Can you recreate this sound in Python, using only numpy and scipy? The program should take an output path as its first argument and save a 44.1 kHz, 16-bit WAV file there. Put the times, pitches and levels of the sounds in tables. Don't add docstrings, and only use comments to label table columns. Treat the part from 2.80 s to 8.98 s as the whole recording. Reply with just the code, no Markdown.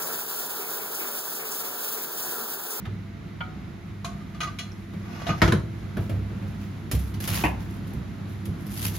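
import sys
import numpy as np
from scipy import signal
from scipy.fft import rfft, irfft, next_fast_len
from scipy.io import wavfile

SR = 44100
rng = np.random.default_rng(int(sys.argv[2]) if len(sys.argv) > 2 else 0)


def dump(signal):
    limited = np.clip(np.atleast_2d(signal).T, -1, 1)
    pcm = np.round(limited * 32767).astype(np.int16)
    wavfile.write(sys.argv[1], SR, pcm)


N = 272538
TIME = np.arange(N) / SR
AGE = np.arange(SR // 2) / SR

# (frequency [Hz], level [dB], t60 [s])
PAN_MODES = [(665, -0.5, 0.78), (698, 4.5, 0.5), (1152, 9.5, 0.19), (1228, 3, 0.69), (1266, -4, 0.22),
             (1522, 7, 0.18), (1580, -0.5, 0.18), (1970, 3, 0.24), (2174, 2, 0.16), (2410, -17, 0.12),
             (2456, 12, 0.08), (2650, 1, .15), (2880, 8, 0.19), (2970, 0, 0.16), (3300, -4, 0.15),
             (3400, 3.5, 0.24), (3760, -2, .13), (4130, 2.5, 0.35), (4420, -3, 0.2), (4856, 0, 0.23),
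             (5350, 6, 0.13), (6050, 4, 0.23), (6560, 8, .14)]
# (frequency [Hz], level [dB])
RUB_SPECTRUM = [(200, 9), (500, -7.5), (1200, -2), (2800, 2), (4500, 1.5), (7000, -1), (9000, 6.5),
                (11500, 8.5), (13500, 3), (16000, -14)]
SLOSH, SLOSH_PER_S = .011, 110


def undb(db):
    return 10 ** (np.asarray(db) / 20)


def unit(x):
    return x / np.sqrt(np.mean(x ** 2))


def unit_hit(x):
    energy = np.sum(np.mean(np.atleast_2d(x) ** 2, axis=0))
    return x / np.sqrt(energy / (.03 * SR))


def at_hz(points, hz):
    point_hz, value = np.transpose(points)
    return np.interp(np.log(hz + 1), np.log(point_hz), value)


def colour(x, spectrum, tilt_db=0):
    size = 2 * next_fast_len(x.shape[-1] // 2 + 2048)
    hz = np.arange(size // 2 + 1) * SR / size
    db = at_hz(spectrum, hz) + tilt_db * np.log2(np.maximum(hz, 200) / 1000)
    cepstrum = irfft(np.log(undb(db)))
    cepstrum[1:size // 2] *= 2
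    cepstrum[size // 2 + 1:] = 0
    return irfft(rfft(x, size) * np.exp(rfft(cepstrum)))[..., :x.shape[-1]]


def fade(t60):
    return np.exp(-np.log(1000) * AGE / t60)


def damped_sine(hz, t60):
    return fade(t60) * np.sin(2 * np.pi * hz * AGE)


def stroke(s, length, attack, release_t60):
    age = TIME - s
    swell = np.clip(age / attack, 0, 1) ** 2
    return swell * np.exp(-np.log(1000) * np.maximum(age - length, 0) / release_t60)


def walk(per_s, time=TIME):
    knots = rng.standard_normal(8192)
    return np.interp(time * per_s, np.arange(len(knots)), knots)


def add(out, s, sound):
    start = max(int(s * SR), 0)
    out[:, start:start + sound.shape[1]] += sound[:, :N - start]


def spread(mid, side):
    # (frequency [Hz], side re mid [dB])
    width = [(40, -9.5), (125, -11), (250, -14.5), (500, -2), (1000, -3.5), (4000, -5.5), (10000, 0.5),
             (14000, -21.5)]
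    side = colour(side, width)
    return np.array([mid + side, mid - side])


def in_kitchen(x, wet_db):
    # (frequency [Hz], t60 [s])
    room_t60 = [(100, 0.52), (500, 0.43), (2000, 0.28), (6000, 0.31), (14000, 0.26)]
    hz, s, cells = signal.stft(rng.standard_normal((2, len(AGE))), SR, nperseg=256)
    cells = cells * np.exp(-np.log(1000) * s / at_hz(room_t60, hz)[:, None])
    tail = signal.istft(cells, SR)[1][:, :len(AGE)] * (AGE > .0008)
    tail = tail * (1 + 2.6 * fade(0.05))
    response = undb(wet_db) * spread(*tail) / np.sqrt(np.sum(tail ** 2))
    response[:, 0] += 1
    return unit_hit(signal.fftconvolve(x[None], response, axes=1)[:, :len(x)])


def ring(modes, scatter_db=1, waver=0):
    chance = rng.uniform(-1, 1, (len(modes), 3))
    port_phase = np.array([[1], [-1]]) * np.pi / 3
    out = 0
    for (hz, db, t60), (sign, scatter, lead) in zip(modes, chance):
        clock = AGE + waver * np.cumsum(walk(SLOSH_PER_S, AGE)) / SR
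        gain = np.sign(sign) * undb(db + scatter_db * scatter)
        out = out + gain * fade(t60) * np.sin(2 * np.pi * hz * clock + lead * port_phase)
    return unit_hit(out * (1 - np.exp(-AGE / 0.0032)))


def crack(spectrum, t60, tilt_db=0, *, snap, wet_db):
    burst = rng.standard_normal(len(AGE)) * fade(t60)
    burst[0] = snap * np.sqrt(np.sum(burst ** 2))
    return in_kitchen(colour(burst, spectrum, tilt_db), wet_db)


def friction(spectrum, grain_db, jerk_db, jerks_per_s):
    size = np.minimum(rng.exponential(size=N), 4)
    noise = rng.standard_normal((2, N))
    slips = noise * undb(grain_db * size + jerk_db * np.tanh(walk(jerks_per_s)))
    return unit(spread(*colour(slips, spectrum)))


def nearness():
    return np.interp(TIME, (2.3, 3.3), (0, 1))


def free_to_ring():
    return undb(np.interp(TIME, (2.555, 2.59), (0, -7)))


def fan():
    # (frequency [Hz], level [dB])
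    air_spectrum = [(22, -46), (38, -14), (58, 3), (80, 0.5), (110, -0.5), (170, 4.5), (250, -4),
                    (350, -10), (520, -21.5), (1400, -23), (1750, -26), (2150, -32.5), (3500, -33.5),
                    (7000, -45.5), (12000, -55), (16000, -81)]
    # (frequency [Hz], bandwidth [Hz], level [dB])
    housing_modes = [(334.6, 9, -52.5), (677.4, 4.3, -61), (1320, 240, -60), (2040, 390, -56),
                     (2400, 80, -80), (3880, 430, -66)]
    # (frequency [Hz], level [dB])
    hum_partials = [(100.3, -43), (200, -47.5)]
    air_db, air_near_db, hum_near_db = -38, 3, 4.5
    air = unit(spread(*colour(rng.standard_normal((2, N)), air_spectrum))) * undb(walk(9.9))
    housing = hum = 0
    for hz, width, db in housing_modes:
        resonance = signal.lfilter(*signal.iirpeak(hz, hz / width, SR), rng.standard_normal((2, N)))
        housing += undb(db) * unit(spread(*resonance))
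    for hz, db in hum_partials:
        peak = np.sqrt(2) * undb(db + 3.7 * walk(7.8))
        hum += peak * np.sin(2 * np.pi * hz * TIME + .5 * walk(3.0))
    return air * undb(air_db + air_near_db * nearness()) + housing + hum * undb(hum_near_db * nearness())


def dish_hiss():
    # (frequency [Hz], level [dB])
    steam_spectrum = [(1000, -11), (2500, 9.5), (5000, -2.5), (8000, 0), (12000, 2.5), (14000, -12),
                      (16000, -59)]
    covered_db = np.interp(TIME, (0.82, 1.4), (-4, 0))
    db = -60 + 1.5 * nearness() + covered_db
    steam = unit(spread(*colour(rng.standard_normal((2, N)), steam_spectrum)))
    return steam * undb(db + 0.82 * walk(13))


def pan_knocks():
    # (frequency [Hz], level [dB])
    click_spectrum = [(200, -35), (600, -4), (1500, 8), (3500, 9), (6000, 1), (9000, 3), (13000, -9.5),
                      (16000, -34)]
    # (time [s], level [dB], tilt [dB/octave], ring re click [dB], ring centre [Hz],
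    # damping t60 [s], note [Hz], note re click [dB], note t60 [s])
    knocks = [(.054, -41.5, -7.5, -11, 700, .5, 1270, -5, 0.086),
              (1.246, -31.5, 0.5, -0.5, 420, 7.2, 1107, 0, 0.053),
              (1.412, -51.5, -0.5, 7, 1100, .5, 1220, 11, .08), (1.546, -46, -1, 5, 1400, .5, 1227, 1, .12),
              (1.605, -28, -1, 2, 2300, 0.89, 1230, -0.5, 0.17),
              (1.631, -29, -1, -2, 1500, .9, 1246, 6, 0.14),
              (1.670, -34, -5, 14, 1200, 0.33, 1179, 16, 0.11),
              (1.787, -32, 2, 2.5, 3350, 2.1, 2335, -7, 0.05),
              (1.919, -55, 13.5, -12, 5000, .1, 5540, 15, 0.0096),
              (2.418, -41.5, -2, -2, 914, .4, 680, 6, 0.09),
              (2.467, -29.5, -3.5, -3, 900, 0.33, 695, 3, 0.24),
              (2.491, -28.5, -5.5, 4, 1490, .35, 678, 4, 0.22),
              (2.504, -30, -10, 9, 1800, 0.19, 1230, 13, 0.18),
              (2.535, -35.5, -8, -2, 1200, .2, 1212, 16, .13)]
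    rebound_s, rebound_db = 0.0099, -6
    focus_db = 5.5
    out = np.zeros((2, N))
    for s, db, tilt_db, ring_db, centre_hz, damping_t60, note_hz, note_db, note_t60 in knocks:
        click, rebound = (crack(click_spectrum, 0.021, tilt_db, snap=0.43, wet_db=10) for _ in range(2))
        rebound = np.pad(rebound, ((0, 0), (int(rebound_s * SR), 0)))[:, :len(AGE)]
        clicks = unit_hit(click + undb(rebound_db) * rebound)
        note = in_kitchen(damped_sine(note_hz, note_t60), wet_db=-1)
        favoured = [(hz, mode_db - focus_db * abs(np.log2(hz / centre_hz)), t60)
                    for hz, mode_db, t60 in PAN_MODES]
        wall = ring(favoured, scatter_db=1.5, waver=SLOSH) * fade(damping_t60)
        wall = unit_hit(unit_hit(wall) + undb(-4) * in_kitchen(wall[0], wet_db=12))
        add(out, s, undb(db) * unit_hit(clicks + undb(ring_db) * wall + undb(note_db) * note))
    return out * free_to_ring()


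def thud(centre_hz, focus_db=27, rise_s=0.0049):
    # (frequency [Hz], level [dB], t60 [s])
    worktop_modes = [(66.1, 0, 0.58), (100.6, 3.5, 0.32), (116, -10.5, 1), (164.8, 0, 0.48),
                     (203.2, 3, 0.31), (332.3, -5, 0.57), (384, -16, 0.48), (400, -11, 0.35)]
    # (frequency [Hz], level [dB])
    rumble_spectrum = [(30, -20.5), (60, -5.5), (170, 2), (260, -16.5), (400, -17.5), (700, -33.5),
                       (1500, -41), (5000, -78)]
    boom = sum(undb(db - focus_db * abs(np.log2(hz / centre_hz))) * damped_sine(hz, t60)
               for hz, db, t60 in worktop_modes)
    rumble = crack(rumble_spectrum, 0.24, snap=0, wet_db=-1.5)
    return unit_hit((unit_hit(boom) + undb(-6) * rumble) * (1 - np.exp(-AGE / rise_s)))


def phone_bumps():
    # (time [s], tick [dB], tick tilt [dB/octave], knock [dB], thud [dB], thud centre [Hz])
    jogs = [(.054, -53, -3.5, -51, -27, 101), (2.135, -43, -6.5, -42, -30.5, 168),
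            (3.169, -46.5, -2, -33, -21, 100), (3.295, -30.5, -5, -32.5, -21, 86.4),
            (3.355, -49, -5, -41, -28.5, 79), (3.502, -66, -5, -39.5, -38, 111),
            (3.623, -60, -5, -39.5, -34, 110), (4.114, -28, -2, -37.5, -16, 74),
            (4.341, -32.5, -5, -46, -32.5, 100), (4.403, -33.5, -2, -44, -51, 100),
            (4.476, -32.5, 1, -41, -20.5, 98), (5.134, -51, -0.5, -43, -27, 76),
            (5.6542, -43, -1, -49, -23, 101), (6.045, -41, -10, -49, -30, 95.5)]
    # (frequency [Hz], level [dB])
    case_spectrum = [(100, 4), (200, 1.5), (380, 1), (600, -3.5), (1000, -17), (2500, -19), (6000, -41)]
    thud_lag_s = .016
    out = np.zeros((2, N))
    for s, tick_db, tilt_db, knock_db, thud_db, centre_hz in jogs:
        add(out, s, undb(tick_db) * crack(RUB_SPECTRUM, 0.045, tilt_db, snap=0.92, wet_db=10.5))
        add(out, s, undb(knock_db) * crack(case_spectrum, 0.16, snap=0.1, wet_db=2))
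        add(out, s + thud_lag_s, undb(thud_db) * thud(centre_hz))
    return out


def crockery():
    # (frequency [Hz], level [dB])
    knock_spectrum = [(400, -11), (680, -10), (900, -2), (1400, 10), (1750, -11), (2200, 8), (2550, -12),
                      (3200, -4), (3800, -27), (4400, -19), (6000, -41), (14000, -47)]
    # (frequency [Hz], level [dB], t60 [s])
    crockery_modes = [(743, -5.5, .9), (783, 6, 0.053), (929, 8.5, 0.072), (1260, -3, 0.42), (1310, 1, .07),
                      (1410, 7, 0.19), (2210, -8, 0.25), (2050, -22, 0.46), (2300, 1, 0.034),
                      (2700, 2, 0.054), (3130, -3, 0.14), (3110, -10, .08), (4300, -10, .06),
                      (5620, -36, .08)]
    clink_s, clink_db = .607, -30.5
    out = np.zeros((2, N))
    knock = crack(knock_spectrum, 0.024, snap=1, wet_db=8)
    add(out, clink_s, undb(clink_db) * unit_hit(knock + undb(-0.5) * ring(crockery_modes)))
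    return out


def pan_scrape():
    # (time [s], length [s], attack [s], level [dB])
    slides = [(2.083, 0.66, 0.29, -41), (2.451, 0.029, 0.038, -31.5)]
    # (frequency [Hz], level [dB])
    scrape_spectrum = [(150, 14), (500, 5), (900, 4.5), (2000, 2), (3000, -4.5), (3900, -8), (5500, -6),
                       (8000, -18), (12500, -12.5), (16000, -50)]
    drag = sum(undb(db) * stroke(s, length, attack, release_t60=0.14) for s, length, attack, db in slides)
    scrape = friction(scrape_spectrum, grain_db=6.5, jerk_db=1.5, jerks_per_s=190) * drag
    wall = ring(PAN_MODES, waver=SLOSH) * fade(t60=0.33)
    sing = signal.fftconvolve(scrape, wall / np.sqrt(np.sum(wall ** 2)), axes=1)[:, :N]
    return scrape + undb(-4.5) * sing * free_to_ring()


def pan_landing():
    # (time [s], level [dB], tilt [dB/octave], t60 [s], edge re clack [dB], thud [dB],
    # thud centre [Hz], flex [dB])
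    landings = [(2.489, -28.5, -4.5, 0.12, -14, -20, 140, -33.5),
                (2.618, -18, -1.5, 0.02, -1.5, -23, 130, -21),
                (2.6244, -21.5, -2, 0.13, -8, -13, 66.5, -24), (2.645, -30, 0.5, 0.24, -13, -27, 67, -33),
                (2.678, -25, -0.5, 0.016, -7, -22, 100, -21), (2.7224, -23.5, 0, 0.01, -20, -19.5, 71, -24),
                (2.731, -26, -4.5, 0.1, -22, -20.5, 69.6, -20),
                (3.169, -30.5, -4.5, 0.11, -20, -37, 66, -37)]
    # (frequency [Hz], level [dB])
    hob_spectrum = [(60, -2), (200, 4), (360, 0), (480, -4), (560, -2.5), (640, 7), (790, -7.5), (950, 2.5),
                    (1350, -1.5), (2000, -4.5), (3100, -8.5), (5000, -14.5), (7500, -16), (12000, -19),
                    (16000, -50)]
    # (frequency [Hz], level [dB])
    edge_spectrum = [(300, -10), (700, -7), (950, -1), (1350, 8.5), (2000, 0), (3300, -1.5), (4400, -7),
                     (14000, -41)]
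    # (frequency [Hz], level [dB], t60 [s])
    hob_modes = [(664, -3, .18), (930, -1, 0.14), (1265, 9, 0.076), (1320, 12, 0.14), (1540, -14, 0.13),
                 (1990, -8, 0.12), (2580, -3, 0.15), (2890, -7, .07), (3230, -12, 0.067), (3570, -11, .17)]
    # (frequency [Hz], level [dB], t60 [s])
    flex_modes = [(151.6, 4.5, 0.054), (194, -8, 0.054), (340.5, -4.5, 0.14), (374.5, -6, 0.11),
                  (496, -7.5, 0.097)]
    rise_s, weight_t60 = 0.0027, 0.43
    flex = sum(undb(db) * damped_sine(hz, t60) for hz, db, t60 in flex_modes)
    flex *= 1 - np.exp(-AGE / rise_s)
    out = np.zeros((2, N))
    for s, db, tilt_db, t60, edge_db, thud_db, thud_hz, flex_db in landings:
        clack = crack(hob_spectrum, t60, tilt_db, snap=0.27, wet_db=5)
        edge = crack(edge_spectrum, 0.019, snap=0.97, wet_db=7.5)
        hob_ring = unit_hit(ring(hob_modes, waver=SLOSH) * fade(weight_t60))
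        blow = clack + undb(edge_db) * (edge + undb(-5.5) * hob_ring)
        add(out, s, undb(db) * blow + undb(flex_db) * in_kitchen(flex, wet_db=-3))
        add(out, s, undb(thud_db) * thud(thud_hz, focus_db=7.5, rise_s=rise_s))
    return out


def rustle():
    # (time [s], length [s], attack [s], relative level [dB], scuff gain [dB])
    rubs = [(3.187, .04, 0.025, -56, 5), (3.655, .03, .02, -62, 0), (3.782, 0.042, 0.031, -69.5, 21),
            (4.11, 0.047, 0.0051, -49, 0), (4.177, 0.12, 0.022, -55, -9), (4.416, 0.062, .01, -41, 1.5),
            (4.474, 0.026, 0.0044, -42.5, 8), (4.507, 0.095, 0.037, -38.5, 5.5),
            (4.61, 0.026, .015, -49, -8), (4.785, 0.033, .02, -58, 7), (4.88, 0.057, 0.028, -58, 0),
            (5.046, .05, 0.028, -57, -7), (5.455, .06, 0.036, -58, -4), (5.747, 0.081, .06, -58, -6),
            (5.814, 0.2, 0.15, -40, -24), (5.987, 0.058, 0.069, -33.5, -3.5),
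            (6.124, 0.056, 0.025, -43, -6)]
    # (frequency [Hz], level [dB])
    scuff_spectrum = [(150, 7.5), (350, -13), (700, -1.5), (1200, -3), (1900, -3), (2800, -2.5), (4000, -7),
                      (12000, -17)]
    # (frequency [Hz], level [dB])
    grip_spectrum = [(60, -38), (150, -9), (350, 5), (600, -16), (1200, -10), (4000, -19)]
    snaps_per_s, snap_t60 = 130, .009
    sliding, pressing = np.zeros(N), np.zeros(N)
    for s, length, attack, db, scuff_db in rubs:
        rub = undb(db) * stroke(s, length, attack, release_t60=0.3)
        sliding += rub
        pressing += undb(scuff_db) * rub
    cloth = friction(RUB_SPECTRUM, grain_db=3.5, jerk_db=3.5, jerks_per_s=300)
    scuff = friction(scuff_spectrum, grain_db=8, jerk_db=-4.5, jerks_per_s=230)
    grip = friction(grip_spectrum, grain_db=9, jerk_db=7, jerks_per_s=23)
    catches = (rng.random(N) < snaps_per_s / SR) * rng.standard_normal((2, N))
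    snap_envelope = signal.fftconvolve(abs(catches), fade(snap_t60)[None], axes=1)[:, :N]
    snaps = rng.standard_normal((2, N)) * snap_envelope
    crackle = unit(spread(*colour(snaps, RUB_SPECTRUM, tilt_db=-1.5)))
    return (undb(1.5) * cloth + crackle) * sliding + (scuff + undb(-4) * grip) * pressing


def seam_scratches():
    # (time [s], level [dB])
    catches = [(4.1497, -40), (4.192, -43), (4.4411, -43), (4.487, -38), (4.5331, -37), (4.5524, -31),
               (4.564, -40), (5.866, -46), (5.914, -52), (5.9772, -41), (6.017, -57), (6.0247, -39),
               (6.0508, -35), (6.065, -32.5), (6.079, -37), (6.1395, -50), (6.1536, -44)]
    out = np.zeros((2, N))
    for s, db in catches:
        add(out, s, undb(db) * crack(RUB_SPECTRUM, 0.01, snap=0.12, wet_db=12))
    return out


def cupboard_door():
    # (time [s], level [dB], t60 [s])
    knocks = [(4.6381, -19.5, 0.03), (4.654, -24.5, 0.093)]
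    # (frequency [Hz], level [dB])
    wood_spectrum = [(80, -11), (250, 2.5), (520, -6.5), (680, -6.5), (1000, 2), (1430, -13.5), (1700, -4),
                     (2000, -3.5), (2350, -9), (2700, -6.5), (3200, -21), (5000, -30.5), (12000, -31),
                     (16000, -58)]
    # (frequency [Hz], level [dB], t60 [s])
    panel_modes = [(893, -10, 0.4), (989, 4, 0.21), (1123, 4, 0.15), (1720, -12, 0.068), (1896, 4, 0.1),
                   (2080, 8, .08), (2700, 4, 0.087)]
    out = np.zeros((2, N))
    for s, db, t60 in knocks:
        knock = crack(wood_spectrum, t60, snap=0.21, wet_db=6.5)
        add(out, s, undb(db) * (knock + undb(-9) * ring(panel_modes)))
    add(out, knocks[0][0], undb(-22) * thud(centre_hz=68))
    return out


def scene():
    lean_db = 1.36
    leaning = (fan() + phone_bumps()) * undb(np.array([[-lean_db], [lean_db]]) / 2)
    return (leaning + dish_hiss() + pan_knocks() + crockery() + pan_scrape() + pan_landing()
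            + cupboard_door() + rustle() + seam_scratches())


def record(dry):
    # (frequency [Hz], gain [dB])
    port_response = [(20, -0.5), (7000, -1.5), (7800, -10.5), (8500, -34.5), (9300, -12), (10200, -5),
                     (20000, 1.5)]
    low_cut_hz, top_hz = 45, 16000
    mid = colour((dry[0] + dry[1]) / 2, port_response)
    side = (dry[0] - dry[1]) / 2
    stereo = np.array([mid + side, mid - side])
    stereo = signal.sosfilt(signal.butter(4, low_cut_hz, "high", fs=SR, output="sos"), stereo)
    return signal.sosfilt(signal.ellip(8, .2, 70, top_hz, fs=SR, output="sos"), stereo)


dry = scene()
out = record(dry)
dump(out)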